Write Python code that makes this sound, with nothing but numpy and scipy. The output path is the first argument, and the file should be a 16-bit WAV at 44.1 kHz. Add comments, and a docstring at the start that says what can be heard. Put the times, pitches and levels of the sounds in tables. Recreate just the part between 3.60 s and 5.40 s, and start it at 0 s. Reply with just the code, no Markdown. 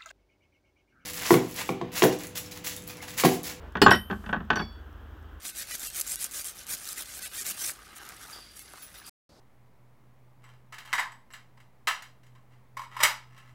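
"""A small workshop: steel wrenches are set into a plastic tray on a wooden bench; one is lifted out.
Each contact knocks the hollow tray, exciting its floor, its walls and the bench top.
Steel meets steel in three clusters of clinks; in each, one wrench rings briefly.
Hands add faint ticks and rubs. The room answers; air, a low machine hum and a thin whine lie behind."""
import sys
import numpy as np
from scipy import signal
from scipy.fft import rfft, irfft
from scipy.io import wavfile

SR = 44100
rng = np.random.default_rng(int(sys.argv[2]) if len(sys.argv) > 2 else 0)


def output_pcm(signal):
    """Save a mono or channel-first signal as 16-bit PCM at the path in sys.argv[1].

    Samples are clipped to [-1, 1] before scaling.
    """
    pcm = np.clip(np.atleast_2d(signal).T, -1, 1) * 32767
    wavfile.write(sys.argv[1], SR, np.round(pcm).astype(np.int16))


N = 79380
T = np.arange(N) / SR
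HZ = np.maximum(np.fft.rfftfreq(N, 1 / SR), 1)

# room air spectrum: freq_hz, relative_density_db
AIR_SPECTRUM = [(15, -33), (27, -17), (37, 7.5), (90, 1.5), (140, -10), (300, -6.5), (600, -15.5),
                (1600, -12.5), (2200, -28.5), (3200, -23.5), (4200, -37.5), (6000, -40.5), (10000, -47),
                (15500, -39)]
# machine hum: pitch_hz, level_db
HUM_TONES = [(53, -48), (76, -47.5)]
# handling ticks: start_s, level_db
HAND_TICKS = [(0.1229, -48), (.17, -46), (0.851, -56), (1.052, -53), (1.127, -55), (1.328, -55),
              (1.628, -55)]
# skin and steel sliding on the tray: start_s, length_s, level_db, cutoff_hz
HAND_RUBS = [(0, .1, -50.5, 900), (0.488, 0.24, -65.5, 11800)]
# knocks on the tray: start_s, level_db, cutoff_hz, floor_db, wall_db, bench_db
TRAY_KNOCKS = [(0.153, -24, 2570, -14, -6, 0), (.169, -31.5, 3840, 2.5, -4, 7),
               (0.2163, -13, 5350, 8.5, -6, -3), (.226, -18.5, 4400, 9.5, -5, 8.5),
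               (.262, -10.5, 1480, -19, 8.5, -10), (0.263, -13, 4200, -1.5, 1.5, -15),
               (.281, -17.5, 3250, 6.5, -22, -4), (0.2908, -17, 2940, -8, 1, -3.5),
               (.311, -13, 2920, -5, 2, -9.5), (.334, -23.5, 3040, 4.5, -30, 3),
               (0.346, -27.5, 3500, -20, -14, 6), (0.3749, -46, 2440, 2, 3.5, 12),
               (0.4996, -29, 2160, 3.5, -0.5, -2), (.510, -29, 3600, 2.5, -5.5, 11),
               (.526, -33.5, 2500, 5, 2.5, 8.5), (.639, -41.5, 2000, 0, -6, -1),
               (0.661, -37, 4020, -5, -14, 11), (.691, -31.5, 2830, -6, 1, 8.5),
               (.728, -22, 2920, -19, 0, -3), (0.743, -29.5, 2050, -0.5, 3, -8),
               (.761, -33, 2420, -8, 1.5, 14), (0.8032, -37, 2380, 1, -16, 16.5),
               (0.9021, -16.5, 3800, -3.5, 0.5, -22.5), (0.93, -28, 3480, -5, -10, 1.5),
               (.958, -27, 3600, -21, -3, 2), (.968, -26, 2760, -16, 0, -1), (0.993, -30, 3540, 1, -4, 0),
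               (.999, -27.5, 2640, -3, -19, -1), (1.011, -34.5, 2380, 7, -15, 7.5)]
# dense resonances of plastic and of steel contact: freq_hz, relative_density_db, t60_s
PLASTIC_CLATTER = [(80, -9, 0.25), (200, -4.5, 0.2), (380, 0, 0.056), (546, -3, 0.07), (1050, 3, 0.053),
                   (1730, 0, 0.072), (2170, -10.5, 0.047), (3054, -1, 0.036), (4760, -16, 0.028),
                   (6120, -8.5, 0.034), (7500, -23.5, .035), (16000, -20, .03)]
STEEL_CRACK = [(1500, 6, 0.06), (3000, 5.5, 0.069), (5200, 2, 0.073), (6600, -13.5, .09),
               (8500, -17.5, .07), (10500, -17, 0.078), (12500, -15, .07), (16000, -25, .06)]
# modes of hollow tray floor, stiff tray walls, bench top: pitch_hz, level_db, t60_s
TRAY_FLOOR_MODES = [(282.7, -11, 0.119), (355, -10.5, 0.12), (379.4, -4, .08), (432.2, -12.5, 0.079)]
TRAY_WALL_MODES = [(702, -14, 0.05), (831, -4, 0.037), (960, -9, .045), (1077, -6, 0.053),
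                   (1214, -11.5, 0.064), (1494, -4, 0.058), (1549.3, 2, 0.05), (1676, -7.5, 0.082),
                   (1747, -10, .04)]
BENCH_TOP_MODES = [(106.1, -20, 0.32), (158.7, -18, 0.108), (201.3, -8, 0.18), (225.3, -12, 0.25)]
# modes of the wrench set down, its seated neighbour, the smaller one lifted: pitch_hz, level_db, t60_s
HELD_MODES = [(2466, -26, .08), (2998, -20, .11), (4366, -21, .12), (4580, -25, .06), (5033, -22, .08),
              (7177, -32, .29), (7775, -30, .11), (8145, -28, .08), (8500, -34, .08), (9275, -44, .16),
              (9943, -40, .14), (11940, -34, .09), (12740, -30, .08), (13820, -36, .08), (14480, -41, .14),
              (15320, -40, .1), (15750, -36, .07)]
SEATED_MODES = [(1899, -18, .15), (1945, -26, .1), (3036, -31, .22), (3081, -41, .55), (3790, -37, .15),
                (4690, -44, .2), (5340, -32, .11), (5496, -32, .11), (5600, -29, .1), (7780, -37, .15),
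                (8880, -47, .12), (9641, -37, .31), (10920, -40, .13), (12260, -53, 1.1), (13088, -39, .56)]
LIFTED_MODES = [(2250, -46, .2), (3399, -51, .6), (4550, -42, .46), (5415, -52, .4), (5810, -37, .12),
                (5940, -44, .1), (7612, -55, .2), (9200, -62, .1), (10520, -66, .3), (11680, -60, .35),
                (12270, -60, .2)]
# steel on steel, per wrench: start_s, ring_db, cutoff_hz, crack_db
HELD_CONTACTS = [(0.2168, -4, 19000, -18.5), (.223, -14.5, 7000, -26)]
SEATED_CONTACTS = [(0.3073, -3, 18000, -23), (0.3121, -8.5, 6000, -24), (0.333, -14, 6000, -30.5),
                   (.348, -14.5, 5500, -30)]
LIFTED_CONTACTS = [(0.9579, -2.5, 13900, -54), (0.968, -10.5, 9000, -52), (.991, -22, 5000, -51),
                   (1.018, -0.5, 3050, -60)]


def from_db(db):
    """Decibels to gain."""
    return 10 ** (np.asarray(db) / 20)


def unit_rms(x):
    """Scale to rms 1."""
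    return x / np.sqrt(np.mean(x ** 2) + 1e-20)


def at_hz(table, hz, column=1):
    """Interpolate a column over log frequency."""
    table = np.array(table)
    return np.interp(np.log(hz), np.log(table[:, 0]), table[:, column])


def lowpass(x, hz, order=2):
    """Causal Butterworth low-pass."""
    return signal.sosfilt(signal.butter(order, min(hz, .45 * SR), fs=SR, output="sos"), x)


def add(out, start_s, sound):
    """Mix a sound in at start_s."""
    i = int(start_s * SR)
    out[i:i + len(sound)] += sound[:N - i]


def shaped_noise(gain):
    """Steady noise with a gain per frequency; rms 1."""
    return unit_rms(irfft(rfft(rng.standard_normal(N)) * gain, N))


def wander(t, rate_hz, points):
    """Random values joined by straight lines."""
    return np.interp(t * rate_hz, np.arange(points), rng.standard_normal(size=points))


def struck_modes(modes, t):
    """Decaying sines of alternating sign."""
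    return sum((-1) ** k * from_db(db - 60 * t / t60_s) * np.sin(2 * np.pi * hz * t)
               for k, (hz, db, t60_s) in enumerate(modes))


def dense_modes(table, band_count=26, size=8192):
    """Many close resonances struck at once: noise bands, each with its own decay; energy about 1."""
    t, hz = T[:size], np.fft.rfftfreq(size, 1 / SR)
    edges_hz = np.geomspace(60, 17000, band_count + 1)[:, None]
    centre_hz = np.sqrt(edges_hz[1:] * edges_hz[:-1])
    in_band = (hz >= edges_hz[:-1]) & (hz < edges_hz[1:])
    decay = from_db(-60 * t / at_hz(table, centre_hz, column=2))
    bands = irfft(rfft(rng.standard_normal(size)) * in_band) * decay
    band_norm = np.sqrt((decay ** 2).sum(1) / (bands ** 2).sum(1))
    gain = (from_db(at_hz(table, centre_hz)) * np.sqrt(centre_hz))[:, 0]
    return (gain * band_norm) @ bands / np.linalg.norm(gain)


def background(air_db=-49.5, waver_rad=.79, whine_db=-80.5, whine_hz=13460, half_width_hz=80):
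    """Room air, machine hum with wandering phase, narrow-band whine."""
    drift_rad = waver_rad * wander(T, rate_hz=7, points=64)
    hum = sum(from_db(db) * unit_rms(np.sin(2 * np.pi * hz * T + (-1) ** k * drift_rad))
              for k, (hz, db) in enumerate(HUM_TONES))
    whine = from_db(whine_db) * shaped_noise(1 / (1 + ((HZ - whine_hz) / half_width_hz) ** 2))
    air = from_db(air_db) * shaped_noise(from_db(at_hz(AIR_SPECTRUM, HZ)))
    return hum + whine + air


def room_reverb(x, level_db=-13.5, t60_s=.17, delay_s=.006, cutoff_hz=6100):
    """Workshop reflections: a short, dull noise tail."""
    envelope = from_db(-60 * T / t60_s) * (T > delay_s)
    tail = lowpass(rng.standard_normal(N) * envelope, cutoff_hz, order=1)
    return from_db(level_db) * signal.fftconvolve(x, tail / np.linalg.norm(tail))[:N]


def handling(tick_t60_s=.0095, tick_cutoff_hz=6500, rub_fade_s=.0114):
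    """Hands at work: tiny ticks and soft sliding friction."""
    out, t = np.zeros(N), T[:2048]
    for start_s, db in HAND_TICKS:
        tick = lowpass(rng.standard_normal(len(t)), tick_cutoff_hz, order=1)
        add(out, start_s, from_db(db - 60 * t / tick_t60_s) * tick)
    for start_s, length_s, db, cutoff_hz in HAND_RUBS:
        stroke = np.clip(np.minimum(T - start_s, start_s + length_s - T) / rub_fade_s, 0, 1)
        out += from_db(db) * stroke * unit_rms(lowpass(rng.standard_normal(N), cutoff_hz))
    return out


def tray_knocks(clatter_db=3, spread_s=.00081):
    """Each knock excites plastic clatter, floor, walls and bench; soft contacts are duller."""
    out, t = np.zeros(N), T[:8192]
    floor = struck_modes(TRAY_FLOOR_MODES, t)
    walls = struck_modes(TRAY_WALL_MODES, t)
    bench = struck_modes(BENCH_TOP_MODES, t)
    attack = 1 - np.exp(-t / spread_s)  # the blow spreads over the tray
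    for start_s, db, cutoff_hz, floor_db, wall_db, bench_db in TRAY_KNOCKS:
        clatter = from_db(clatter_db) * dense_modes(PLASTIC_CLATTER)
        body = clatter + from_db(floor_db) * floor + from_db(wall_db) * walls + from_db(bench_db) * bench
        add(out, start_s, from_db(db) * lowpass(body * attack, cutoff_hz, order=3))
    return out


def wrench(modes, contacts, damp_from_s, damping_db_per_s=256, settle_s=.045):
    """Each contact cracks and tops up the bar's chattering ring; glancing ones feed only low modes."""
    starts_s, ring_db, cutoffs_hz, _ = np.transpose(contacts)
    out, t = np.zeros(N), T[:SR * 3 // 5]
    scene_s = starts_s[0] + t
    hit_samples = ((starts_s - starts_s[0]) * SR).astype(int)
    chatter_depth = np.exp(-np.maximum(scene_s - starts_s[-1], 0) / settle_s)
    ring = np.zeros(len(t))
    for hz, mode_db, t60_s in modes:
        kicks = np.zeros(len(t))
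        kicks[hit_samples] = from_db(ring_db + mode_db) / np.sqrt(1 + (hz / cutoffs_hz) ** 8)
        pole = from_db(-60 / (t60_s * SR))
        envelope = signal.lfilter([1], [1, -pole], kicks + 1e-18)
        chatter = 1 + chatter_depth * wander(t, rate_hz=152.6, points=256)
        ring += envelope * chatter * np.sin(2 * np.pi * hz * t)
    damping = from_db(-damping_db_per_s * np.maximum(scene_s - damp_from_s, 0))
    add(out, starts_s[0], ring * damping)
    for start_s, _, cutoff_hz, crack_db in contacts:
        add(out, start_s, from_db(crack_db) * lowpass(dense_modes(STEEL_CRACK), cutoff_hz))
    return out


def scene():
    """Wrenches, tray and hands close by, plus reverb and background; mono."""
    steel = (wrench(HELD_MODES, HELD_CONTACTS, damp_from_s=.305)
             + wrench(SEATED_MODES, SEATED_CONTACTS, damp_from_s=.78)
             + wrench(LIFTED_MODES, LIFTED_CONTACTS, damp_from_s=1.19))
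    near = tray_knocks() + steel + handling()
    return (near + room_reverb(near) + background())[None]


def record(dry):
    """Soft peak limit, then a steep low-pass."""
    ceiling, cutoff_hz = .97, 15900
    rounded = dry / (1 + (dry / ceiling) ** 4) ** .25
    return signal.sosfilt(signal.ellip(10, .2, 80, cutoff_hz, fs=SR, output="sos"), rounded)


dry = scene()
out = record(dry)
output_pcm(out)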